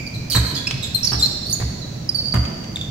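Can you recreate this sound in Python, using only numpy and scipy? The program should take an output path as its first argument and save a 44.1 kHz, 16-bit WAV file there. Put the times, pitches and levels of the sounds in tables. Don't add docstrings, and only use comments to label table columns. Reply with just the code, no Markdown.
import sys
import numpy as np
from scipy import signal
from scipy.fft import rfft, irfft
from scipy.io import wavfile

SR = 44100
rng = np.random.default_rng(int(sys.argv[2]) if len(sys.argv) > 2 else 0)


def wrap_up_sound(samples):
    columns = np.atleast_2d(samples).T
    tamed = np.clip(columns, -1, 1)
    steps = np.round(tamed * 32767).astype(np.int16)
    wavfile.write(sys.argv[1], SR, steps)


N = 127890
LEAD = SR // 4
CUTOFF_HZ = 15700


def from_db(db):
    return 10 ** (np.asarray(db) / 20)


def at_hz(points, hz):
    f, value = np.transpose(points)
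    return np.interp(np.log(np.maximum(hz, 1)), np.log(f), value)


def noise(spectrum, size):
    # freq_hz, correlation
    likeness = [(120, 0.99), (250, 0.91), (550, 0.017)]
    hz = np.fft.rfftfreq(size, 1 / SR)
    alike = np.clip(at_hz(likeness, hz), -.99, .995)
    mid, side = rfft(rng.standard_normal((2, size)))
    stereo = np.sqrt(1 + alike) * mid + np.sqrt(1 - alike) * side * [[1], [-1]]
    x = irfft(from_db(at_hz(spectrum, hz)) * stereo, size)
    return x / x.std()


def wobble(hz, size):
    x = signal.sosfilt(signal.butter(2, hz, fs=SR, output="sos"), rng.standard_normal(size))
    return x / x.std()


def panned(db):
    return from_db([[db / 2], [-db / 2]])


def add(track, start_s, x):
    i = LEAD + int(start_s * SR)
    size = min(x.shape[-1], track.shape[-1] - i)
    track[..., i:i + size] += x[..., :size]


def bump(t, peak_s):
    return t / peak_s * np.exp(1 - t / peak_s)


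def floor_mode(t, hz, peak_s, steepness):
    return np.sin(2 * np.pi * hz * t) * bump(t, peak_s) ** steepness


def rumble():
    # freq_hz, density_db
    spectrum = [(35, -16.5), (65, -7.5), (90, -5.5), (125, 0), (170, -4), (280, -12), (400, -20),
                (600, -18.5), (900, -29), (3000, -34.5), (4200, -37.5), (6000, -29.5), (9000, -49),
                (15000, -46)]
    return from_db(-30.5) * noise(spectrum, LEAD + N) * panned(-2.06)


def squeaks():
    # start_s, length_s, start_hz, end_hz, level_db, overtone_db, roughness, pan_db, hall_db
    slips = [ (-.08, 0.064, 2440, 2358, -35, -20, 0.57, -6, 2.5),
             (0.063, 0.017, 4940, 4580, -31, -19, 0.42, -9.5, -2.5),
             (0.136, 0.023, 4400, 4080, -40, -19, 0.54, -5, 5),
             (0.299, 0.036, 4950, 4290, -25.5, -6.5, 0.94, -8.5, -1),
             (0.317, 0.018, 3430, 3050, -36, -18, 0.58, 8, 4.5),
             (0.333, 0.048, 4283, 4197, -22.5, -17, 0.73, -2, -4),
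             (0.36, 0.0095, 4080, 3710, -31, -4.5, 0.4, -28, 5),
             (0.448, 0.073, 4300, 4160, -31.5, -16, 0.45, -10.5, -4),
             (0.545, 0.046, 5035, 4390, -30, -15.5, 0.93, -7.5, -1),
             (0.562, 0.024, 3464, 3353, -33, -16, 0.28, 3, 0.5),
             (0.669, 0.012, 2530, 2720, -24, -12.5, 0.64, -6.5, -3),
             (0.826, 0.021, 3930, 3604, -28, -10, 0.56, -8.5, 2),
             (0.946, 0.017, 4320, 4100, -15.5, -13, 0.14, 8, -4.5),
             (1.031, 0.0076, 5390, 5516, -19.5, -21, 0.31, -11, 2.5),
             (1.042, 0.017, 5170, 5670, -20, -12, 0.76, -2.5, -2.5),
             (1.071, 0.0089, 4650, 4570, -24, -21, 0.4, -17.5, 6),
             (1.129, 0.0063, 5050, 5500, -22, -30, 0, -18.5, 4),
             (1.192, 0.023, 4105, 3583, -29.5, -5.5, 0.38, -5, 2.5),
             (1.224, 0.026, 4172, 4100, -12.5, -22, 0.18, 3, -8.5),
             (1.249, 0.0181, 3914, 4380, -23.5, -19.5, 0.47, -20.5, 0),
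             (1.455, 0.016, 4560, 4370, -36.5, -15, 0.11, -2, 11),
             (1.495, 0.029, 4520, 4600, -26.5, -3.5, 0.31, -6, -1.5),
             (1.524, 0.0046, 5500, 5580, -22, -5, 0.2, -12.5, -6),
             (1.527, 0.018, 6150, 6960, -20, -7.5, 0.07, -10, -6.5),
             (1.815, 0.031, 4140, 3910, -44, -55, 0.02, -18, 6.5),
             (2.0902, 0.01, 5420, 4795, -15, -17.5, 0.16, -5.5, -12),
             (2.145, 0.02, 4753, 4530, -23.5, -16.5, 0, -11, 3.5),
             (2.178, 0.035, 4555, 4490, -21.5, -37, 0.08, -1, -9.5),
             (2.239, 0.062, 4660, 4720, -29, -21, 0.12, -10, -1.5),
             (2.322, 0.0065, 4890, 4597, -20.5, -32, 0.07, -12, 4),
             (2.7584, 0.0038, 3700, 3560, -14.5, -16, 0.2, 3, -6.5),
             (2.811, 0.005, 3690, 3585, -23, -20, 0.4, -8, 0)]
    # freq_hz, gain_db
    overtone_colour = [(5500, 12.5), (8000, 0), (10200, -6.5), (12500, 2), (15000, -17)]
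    # freq_hz, density_db
    rubbing = [(1700, 2.5), (4200, 3), (7000, 13), (10000, -40), (13000, 5), (16000, -55)]
    attack_s, release_s, left_lag_s = .002, .01, .00006
    settle, jitter_depth, jitter_hz, flutter_hz = 2.16, .0537, 197, 183
    out, send = np.zeros((2, LEAD + N)), np.zeros(LEAD + N)
    t = np.arange(SR // 10) / SR
    for start_s, length_s, start_hz, end_hz, level_db, overtone_db, roughness, pan_db, hall_db in slips:
        glide = (1 - np.exp(-settle * t / length_s)) / (1 - np.exp(-settle))
        jitter = 1 + jitter_depth * roughness * wobble(jitter_hz, len(t))
        hz = (start_hz + (end_hz - start_hz) * glide) * jitter
        phase = 2 * np.pi * (np.cumsum(hz) / SR - hz * np.array([[left_lag_s], [0]]))
        overtones = sum(
            from_db(overtone_db + at_hz(overtone_colour, k * end_hz)) * np.sin(k * phase) * 2 / k
            for k in range(2, 5) if k * end_hz < CUTOFF_HZ)
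        tone = np.sqrt(2) * (np.sin(phase) + overtones)
        grip = np.clip(t / attack_s, 0, 1) * np.clip((length_s - t) / release_s + .5, 0, 1)
        flutter = 1 + np.tanh(roughness * wobble(flutter_hz, len(t)))
        rasp = roughness * from_db(-10) * noise(rubbing, len(t))
        squeak = from_db(level_db) * grip * flutter * (tone + rasp)
        add(out, start_s, squeak * panned(pan_db))
        add(send, start_s, from_db(hall_db) * squeak[1])
    return out, send


def feet():
    # start_s, level_db, pitch_hz
    steps = [(0.156, -25.5, 108.2), (0.726, -20.5, 132.6), (2.782, -28, 116.2)]
    # start_s, level_db
    scuffs = [(0.709, -18.5), (2.451, -30), (2.641, -35), (2.768, -29.5)]
    # freq_hz, density_db
    scuff_spectrum = [(1200, 3), (2600, 12), (6000, 7), (11000, -17)]
    out = np.zeros((2, LEAD + N))
    t = np.arange(SR // 4) / SR
    for start_s, level_db, pitch_hz in steps:
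        add(out, start_s, from_db(level_db) * floor_mode(t, pitch_hz, peak_s=.012, steepness=.65))
    for start_s, level_db in scuffs:
        add(out, start_s, from_db(level_db) * bump(t, peak_s=.0018) * noise(scuff_spectrum, len(t)))
    return out, from_db(-5) * out[0]


def ball():
    # start_s, slap_db, low_ping_db, high_ping_db, boom_db
    bounces = [(.348, -3.5, -49, -35.5, -4.5), (1.118, -9.5, -32.5, -51.5, -11.5),
               (1.599, -14, -34.5, -50, -10), (2.339, -7, -27.5, -66, -4.5)]
    # pitch_hz, t60_s
    air_modes = [(1000, 0.063), (1637, 0.35)]
    # pitch_hz, level_db, peak_s, steepness
    boards = [(52.4, -16.5, 0.011, 1), (68.4, -10, 0.056, 4.1), (117.64, -8.5, 0.028, 1.08),
              (173.2, -20.5, 0.028, 1.6), (283.3, -33.5, 0.05, 1.2)]
    # freq_hz, density_db
    slap = [(35, -4), (200, 10.5), (550, -1.5), (1000, 2.5), (1700, -0.5), (2500, -7.5), (6000, -16),
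            (12000, -23.5)]
    # delay_s, gain_db
    echoes = [(0.0132, -2), (0.023, 0), (.099, -10.5)]
    tick_s, tick_width_s, hall_db = .0035, .0022, 5
    echo_lowpass = signal.butter(1, 4000, fs=SR, output="sos")
    out, send = np.zeros((2, LEAD + N)), np.zeros(LEAD + N)
    t = np.arange(SR // 2) / SR
    boom = sum(from_db(db) * floor_mode(t, hz, peak_s, steepness) for hz, db, peak_s, steepness in boards)
    tick_shape = np.exp(-((t - tick_s) / tick_width_s) ** 2)
    for start_s, slap_db, *pings_db, boom_db in bounces:
        ping = sum(from_db(db - 60 * t / t60_s) * np.sin(2 * np.pi * hz * t)
                   for db, (hz, t60_s) in zip(pings_db, air_modes))
        slap_envelope = from_db(slap_db - 14) * bump(t, peak_s=.0021)
        hit = ping + slap_envelope * noise(slap, len(t))
        tick = from_db(2 * slap_db - 13) * tick_shape * rng.standard_normal((2, len(t)))
        add(out, start_s, (tick + hit + from_db(boom_db) * boom) * panned(-1.4))
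        for delay_s, gain_db in echoes:
            echo = signal.sosfilt(echo_lowpass, slap_envelope * noise(slap, len(t)))
            add(out, start_s + delay_s, from_db(gain_db) * echo)
        add(send, start_s, from_db(hall_db) * hit[0])
    return out, send


def hall(x):
    # freq_hz, t60_s
    decay = [(250, 2.2), (1000, 1.23), (4500, 2.18), (7000, 0.81), (13000, 0.69)]
    build_s, early_decay_s, reflections_per_s, early_db = .029, .031, 600, .5
    size = 2 * SR
    t, hz = np.arange(size) / SR, np.fft.rfftfreq(size, 1 / SR)
    white = rfft(noise([(1, 0), (SR, 0)], size))
    centres_hz = np.geomspace(60, 15000, 12)
    tail = np.zeros((2, size))
    for centre_hz, weights in zip(centres_hz, np.eye(len(centres_hz))):
        band = irfft(white * at_hz(np.c_[centres_hz, weights], hz), size)
        tail += band * from_db(-60 * t / at_hz(decay, centre_hz))
    tail *= (1 - np.exp(-t / build_s)) / np.sqrt(SR / 10)
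    early = rng.standard_normal((2, size)) * (rng.random((2, size)) < reflections_per_s / SR)
    early *= np.exp(-t / early_decay_s) * (t > .003)
    early /= np.sqrt((early ** 2).sum() / 2)
    early = signal.sosfilt(signal.butter(1, 400, "high", fs=SR, output="sos"), early)
    return signal.fftconvolve(x[None], tail + from_db(early_db) * early, axes=1)[:, :len(x)]


def scene():
    direct, sends = zip(*(ball(), squeaks(), feet()))
    room = hall(sum(sends)) * panned(-3.5) + rumble()
    return (sum(direct) + room)[:, LEAD:]


def record(dry):
    return signal.sosfilt(signal.ellip(10, .2, 80, CUTOFF_HZ, fs=SR, output="sos"), dry)


dry = scene()
out = record(dry)
wrap_up_sound(out)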